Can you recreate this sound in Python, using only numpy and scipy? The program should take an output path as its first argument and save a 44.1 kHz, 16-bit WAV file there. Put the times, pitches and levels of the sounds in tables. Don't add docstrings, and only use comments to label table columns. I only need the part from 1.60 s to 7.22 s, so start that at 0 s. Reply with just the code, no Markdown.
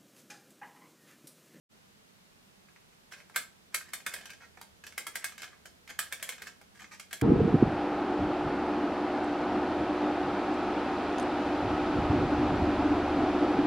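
import sys
import numpy as np
from scipy import signal
from scipy.fft import rfft, irfft
from scipy.io import wavfile

SR = 44100
rng = np.random.default_rng(int(sys.argv[2]) if len(sys.argv) > 2 else 0)


def store_wav(level_fs):
    pcm = np.round(np.clip(np.atleast_2d(level_fs), -1, 1) * 32767)
    wavfile.write(sys.argv[1], SR, pcm.T.astype(np.int16))


N = 247842
BLOW_T = np.arange(SR // 4) / SR


def from_db(db):
    return 10 ** (np.asarray(db) / 20)


def unit_rms(x):
    return x / np.sqrt(np.mean(x ** 2) + 1e-30)


def gain_at(points, hz):
    knots, level_db = np.transpose(points)
    return from_db(np.interp(np.log(hz + 1), np.log(knots), level_db))


def stereo_noise(spectrum, width, size, low_hz=15, high_hz=17000):
    hz = np.fft.rfftfreq(size, 1 / SR)
    mid, side = rfft(rng.standard_normal((2, size)))
    spread = gain_at(width, hz)
    band = 1 / np.sqrt((1 + (low_hz / (hz + 1)) ** 16) * (1 + (hz / high_hz) ** 16))
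    pair = (mid + spread * side * [[1], [-1]]) / np.sqrt(1 + spread ** 2)
    return unit_rms(irfft(pair * gain_at(spectrum, hz) * band, size))


def add(out, start_s, sound):
    at = int(np.clip(round(start_s * SR), 0, out.shape[-1] - 1))
    out[:, at:at + sound.shape[-1]] += sound[:, :out.shape[-1] - at]


# frequency in Hz, relative density in dB.
AIR_SPECTRUM = [(15, -40), (25, -12), (70, -9.5), (195, -7.5), (263, -9.5), (293, -11), (463, -9),
                (503, -12), (641, -11.5), (1160, -14), (1560, -14.5), (2220, -15.5), (4030, -18),
                (14800, -28), (16000, -40)]
# frequency in Hz, side minus mid in dB.
AIR_SPREAD = [(60, 0), (110, 1), (200, -5), (380, 1.5), (700, 3), (1290, 2.5), (2380, 3), (4400, 1.5),
              (8120, 0), (15000, 1.5)]
# frequency in Hz, left minus right in dB.
AIR_LEAN = [(60, -1.5), (110, -9.5), (200, -7.5), (380, -1.5), (700, -2), (1290, -1), (2380, -1.5),
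            (4400, -0.5), (8120, -1.0), (15000, -1.5)]
def room_tone(air_db=-61.5, drone_hz=193, drone_db=-71.0):
    hz = np.fft.rfftfreq(N, 1 / SR)
    lean = gain_at(AIR_LEAN, hz) ** np.array([[.5], [-.5]])
    air = irfft(rfft(stereo_noise(AIR_SPECTRUM, AIR_SPREAD, N)) * lean, N)
    resonance = signal.iirpeak(drone_hz, Q=7.0, fs=SR)
    drone = signal.lfilter(*resonance, stereo_noise(AIR_SPECTRUM, AIR_SPREAD, N))
    return from_db(air_db) * air + from_db(drone_db) * unit_rms(drone)


# frequency in Hz, relative level in dB.
TAIL_SPECTRUM = [(150, 15.5), (400, 8), (1000, -1.5), (1800, -3), (3500, 1.5), (8000, 4), (15000, -0.5)]
# frequency in Hz, side minus mid in dB.
TAIL_SPREAD = [(200, -3), (1500, -9), (4000, -9), (15000, 10)]
# mean delay in seconds, gain in dB.
REFLECTIONS = [(.0053, -15), (0.013, -12)]
def room(x, t60=0.27, treble_t60=0.22, wet_db=-2.0, build_s=0.0032, sway=.12, size=12288):
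    t = np.arange(size) / SR
    diffuse = stereo_noise(TAIL_SPECTRUM, TAIL_SPREAD, size)
    low = signal.sosfiltfilt(signal.butter(2, 6000, fs=SR, output="sos"), diffuse)
    treble = diffuse - low
    tail = low * np.exp(-np.log(1000) * t / t60) + treble * np.exp(-np.log(1000) * t / treble_t60)
    build_up = 1 - np.exp(-(t / build_s) ** 2)
    tail = unit_rms(tail * build_up) / np.sqrt(size)
    out = from_db(wet_db) * signal.fftconvolve(x, tail, axes=1)
    add(out, 0, x)
    for delay_s, echo_db in REFLECTIONS:
        stretch = 1 + sway * (2 * rng.random() - 1)
        add(out, delay_s * stretch, from_db(echo_db) * x)
    return out


# frequency in Hz, side minus mid in dB.
TOY_SPREAD = [(200, 0), (700, -24), (1400, -13), (2200, -10.5), (4000, -7), (8000, -4), (15000, -3)]
def handling(level_db=-71.0, lumpy_db=-1.5, lumps_per_s=9):
    t = np.arange(N) / SR
    lumps = np.interp(t * lumps_per_s, np.arange(200), rng.standard_normal(200))
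    effort = np.interp(t, [1.7, 2.1], [0, 1])
    rumble = stereo_noise([(30, -40), (80, 3.5), (130, -21), (400, -16)], TOY_SPREAD, N, high_hz=528)
    return from_db(level_db + lumpy_db * lumps) * effort * rumble


def contact_gain(hz, favoured_hz, lift_db=8.0, octaves=0.06):
    nearness = [np.exp(-.5 * (np.log2((hz + 1) / centre) / octaves) ** 2) for centre in favoured_hz]
    return from_db(lift_db * np.max(nearness, axis=0))


# frequency in Hz, relative density in dB.
TIN_SPECTRUM = [(150, -32), (400, -21.5), (680, -13.5), (980, -15), (1550, -3.5), (1920, -7.5),
                (2170, -3.5), (2750, -8.5), (3400, -14), (4500, -11), (6500, -11), (8000, -3), (9600, -4.5),
                (11000, -3), (15500, -7.5)]
# lower and upper edge in Hz,
# rise and decay time in seconds, flare gain in dB, ring gain in dB.
BANDS = [(149, 1120, 0.0006, 0.0054, 9, -36), (1064, 2330, 0.00076, 0.0033, 2.5, 0.5),
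         (2740, 6650, 0.0012, 0.0048, 8.5, 3.5), (6200, 14600, 0.00068, 0.0036, 10.5, -2)]
BRIGHT_SHARE = np.array([0.14, 0, 0.51, 0.9])
def flare(levels_db, favoured_hz, size=2048):
    t = BLOW_T[:size]
    out = np.zeros((2, len(BLOW_T)))
    colour = contact_gain(np.fft.rfftfreq(size, 1 / SR), favoured_hz)
    for level_db, (low_hz, high_hz, rise_s, decay_s, flare_db, _) in zip(levels_db, BANDS):
        envelope = (1 - np.exp(-t / rise_s)) * np.exp(-t / decay_s)
        envelope_rms = np.sqrt(np.mean(envelope ** 2)) / envelope.max()
        noise = stereo_noise(TIN_SPECTRUM, TOY_SPREAD, size, low_hz, high_hz)
        crowd = irfft(rfft(noise) * colour, size)
        out[:, :size] += from_db(level_db + flare_db) * unit_rms(crowd * envelope) * envelope_rms
    return out


# frequency in Hz, relative level in dB, time to decay by 60 dB in seconds.
SHELL_MODES = [(656, 0, 0.24), (890, -26, 0.02), (1217, 4.5, 0.048), (1327, -12, 0.39), (1318, 0, 0.56),
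               (1592, 11, 0.13), (1555, 0.5, 0.49), (1692, 6.5, 0.21), (1855, 5.5, 0.078), (1920, -26, .07),
               (2162, 14.5, 0.049), (2212, 1, 0.04), (2540, 2.5, 0.25), (2455, 3, 0.13),
               (2710, -14.5, 0.037), (3010, 0, 0.038), (3470, -7.5, 0.016), (3340, -25, 0.045),
               (3250, -10, 0.2), (3576, -11, 0.1), (7450, -2, 0.085), (7640, -5, 0.16), (8730, -0.5, 0.11)]
def shell_ring(levels_db, favoured_hz, grip_s=.008, lasting_db=-16.0, scatter_db=2.0, detune=0.0013):
    hz, mode_db, t60 = np.transpose(SHELL_MODES)
    strength, cycles, phase_split, shift = rng.standard_normal((4, len(hz)))
    low_hz, *_, ring_db = np.transpose(BANDS)
    band = np.digitize(hz, low_hz[1:])

    def share_energy(gains):
        band_gain = from_db(levels_db + ring_db) / np.sqrt(np.bincount(band, gains ** 2))
        return (gains * band_gain[band])[:, None]

    gains = from_db(mode_db + scatter_db * strength)
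    coupling = contact_gain(hz, favoured_hz)
    first_swing = share_energy(gains * coupling) * np.exp(-BLOW_T / grip_s)
    lasting = share_energy(gains * coupling ** 0.75) * from_db(lasting_db)
    poles = 2j * np.pi * hz * (1 + detune * shift) - np.log(1000) / t60
    modes = (first_swing + lasting) * np.exp(np.outer(poles, BLOW_T))
    phases = 2 * np.pi * cycles + phase_split * gain_at(TOY_SPREAD, hz) * [[1], [-1]]
    return np.real(np.exp(1j * phases) @ modes)


def blow(levels_db, favoured_hz, ring_db, swell_s=0.0014):
    ring = shell_ring(levels_db + ring_db, favoured_hz) * (1 - np.exp(-BLOW_T / swell_s))
    return flare(levels_db, favoured_hz) + ring


def scrape(length_s, level_db, bright_db, favoured_hz, slips_per_s=900, uneven_db=5.5, edge_hz=3200):
    size = len(BLOW_T)
    slipping = rng.random(size) < slips_per_s / SR
    force = from_db(uneven_db * rng.standard_normal(size))
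    stroke = np.sqrt(np.abs(np.sin(np.pi * np.minimum(BLOW_T / length_s, 1))))
    slips = slipping * force * stroke
    levels_db = np.array([-16.0, 0, -7.5, -11.5]) + bright_db * BRIGHT_SHARE
    tin = blow(levels_db, (favoured_hz, edge_hz), ring_db=-1.5)
    sound = signal.fftconvolve(slips[None], tin, axes=1)[:, :size]
    return from_db(level_db) * unit_rms(sound) * np.sqrt(length_s * SR / size)


KEY_RUB_HZ, KEY_PING_HZ = 1750, 2620
TICK_BANDS_DB = [-14, -0.5, -8, -19]
# start in seconds, end in seconds.
KEY_TURNS = [(2.4, 2.7), (3.65, 3.85), (4.4, 4.85)]
def key_rattle(level_db=-56.0, spread_db=1, ring_db=10.0, ticks_per_s=20):
    out = np.zeros((2, N))
    for start_s, end_s in KEY_TURNS:
        for slot_s in np.arange(start_s, end_s, 1 / ticks_per_s):
            levels_db = level_db + spread_db * rng.standard_normal() + np.array(TICK_BANDS_DB)
            tick_s = slot_s + rng.random() / ticks_per_s
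            add(out, tick_s, blow(levels_db, (KEY_RUB_HZ, KEY_PING_HZ), ring_db))
    return room(out)[:, :N]


BUMP_BANDS_DB = [-7.5, 1.5, -13, -18]
# start in seconds, relative strength in dB, brightness in dB, favoured frequency in Hz.
WHEEL_BUMPS = [(1.6968, -54, 2, 1310), (2.9719, -48, -9, 1760), (3.0133, -47, 13.5, 937),
               (4.0557, -51, -5, 1330), (5.0132, -54, 5.5, 960)]
def wheel_bumps(level_db=-4.5, ring_db=0.5):
    out = np.zeros((2, N))
    for start_s, strength_db, bright_db, hz in WHEEL_BUMPS:
        levels_db = level_db + strength_db + np.array(BUMP_BANDS_DB) + bright_db * BRIGHT_SHARE
        add(out, start_s, room(blow(levels_db, [hz], ring_db)))
    return out


# start in seconds, length in seconds, relative level in dB, brightness in dB.
KEY_SLIDES = [(1.508, .039, -51.5, -6), (1.551, 0.072, -61.5, -7), (2.245, 0.051, -58, -10),
              (2.582, 0.13, -60, -16), (2.797, .07, -56, -20), (3.255, 0.025, -53.5, -1),
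              (3.816, 0.036, -48.5, -4.5), (3.914, 0.035, -58.5, -30), (4.052, 0.015, -50, 2.5),
              (4.286, .026, -45.5, -5), (4.851, .044, -50, -7), (5.14, 0.043, -60, -8),
              (5.188, .045, -51.5, -14), (5.309, .0436, -50, -13.5)]
def key_scrapes(level_db=-1.0):
    out = np.zeros((2, N))
    for start_s, length_s, slide_db, bright_db in KEY_SLIDES:
        add(out, start_s, room(scrape(length_s, slide_db + level_db, bright_db, KEY_RUB_HZ)))
    return out


# start in seconds, relative strength in dB, brightness in dB, favoured frequency in Hz.
KEY_KNOCKS = [(1.0849, -56.5, -15, 2480), (1.1608, -52, -14, 1790), (1.3258, -61, -6, 2560),
              (1.5217, -42.5, 1, 1720), (1.5363, -43.5, -5, 1710), (1.6017, -47, -11, 2240),
              (2.2098, -41.5, -17, 1600), (2.5266, -44, -5, 2120), (2.5625, -39, -10, 1810),
              (2.6555, -42, 8.5, 1620), (2.7025, -43, 8, 2320), (3.2379, -42.5, 1, 1700),
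              (3.266, -43.5, 10.5, 1680), (3.323, -47.5, 0, 2130), (3.7213, -46, -12, 1720),
              (3.7793, -43, 7, 1600), (3.8187, -39.5, 7.5, 1560), (3.8312, -37.5, -3, 1580),
              (4.276, -44.5, 0, 2140), (4.3061, -40.5, -10, 2090), (4.7219, -42, 2, 1860),
              (4.8695, -37.5, -3, 1600), (5.196, -48.5, -3, 1890), (5.242, -43, -10, 1860),
              (5.3968, -41.5, 11, 2320), (5.5093, -46, 3, 1520)]
def key_knocks(level_db=-5.5, ring_db=6.5, bands_db=(-21.5, -1, -11.5, -19.5)):
    out = np.zeros((2, N))
    for start_s, strength_db, bright_db, hz in KEY_KNOCKS:
        levels_db = level_db + strength_db + np.array(bands_db) + bright_db * BRIGHT_SHARE
        add(out, start_s, room(blow(levels_db, (hz, KEY_PING_HZ), ring_db)))
    return out


SNAP_BANDS_DB = [-20, 0, -10.5, -9.5]
SNAP_SLOPES = [0.36, 0.83, 0.61, .8]
# time in seconds, relative strength in dB, brightness in dB,
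# favoured shell frequency in Hz, ping frequency in Hz, level of the preceding rub in dB.
PAWL_SNAPS = [(1.76, -23.5, 0, 1550, 3440, -52), (2.1442, -25, 1, 2210, 3980, -59),
              (2.3341, -35.5, 3, 2210, 3550, -65), (2.4639, -29, -3, 1610, 3440, -66),
              (2.538, -38.5, 3, 2080, 3300, -56), (3.3783, -32, -1, 2020, 3010, -70),
              (3.4673, -37, 0.5, 1300, 3400, -66), (3.555, -34, 0, 2020, 3400, -58),
              (3.6424, -29.5, 0, 1450, 3550, -54), (4.39, -28, 2.5, 1990, 3380, -77),
              (4.5239, -33.5, -1, 2240, 3500, -60.5), (4.6266, -36.5, 2.5, 2140, 3250, -60),
              (4.6899, -36, 2.5, 2180, 3280, -52), (4.8194, -42.5, -4, 1950, 3470, -60),
              (5.5286, -35.5, -0.3, 1960, 3220, -55.5), (5.6124, -34.8, -4.5, 2290, 3200, -62)]
def ratchet(level_db=-3.0, typical_db=-33, ring_db=5.5, rub_s=.022, slip_s=0.0029, bounce_s=.0055):
    out = np.zeros((2, N))
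    slip_db = -19.5 - 4.0 * BRIGHT_SHARE
    bounce_db = -14.5 + 9.5 * BRIGHT_SHARE
    for snap_s, strength_db, bright_db, *favoured_hz, rub_db in PAWL_SNAPS:
        force_db = typical_db + (strength_db - typical_db) * np.array(SNAP_SLOPES)
        levels_db = level_db + force_db + np.array(SNAP_BANDS_DB) + bright_db * BRIGHT_SHARE
        click = flare(levels_db + slip_db, favoured_hz)
        add(click, slip_s, blow(levels_db, favoured_hz, ring_db))
        add(click, slip_s + bounce_s, flare(levels_db + bounce_db, favoured_hz))
        add(out, snap_s - slip_s, room(click))
        rub = scrape(rub_s, rub_db, bright_db=-11.0, favoured_hz=1800)
        add(out, snap_s - rub_s, room(rub))
    return out


def scene(pan_db=-0.56):
    air = room_tone()
    toy = handling() + ratchet() + key_knocks() + wheel_bumps() + key_scrapes() + key_rattle()
    return toy * from_db([[pan_db], [-pan_db]]) + air


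def record(dry, cutoff_hz=16000):
    fade_in = np.interp(np.arange(N) / SR, [.09, .125], [0, 1])
    low_pass = signal.ellip(10, .1, 80, cutoff_hz, fs=SR, output="sos")
    return signal.sosfilt(low_pass, dry * fade_in)


dry = scene()
out = record(dry)
store_wav(out)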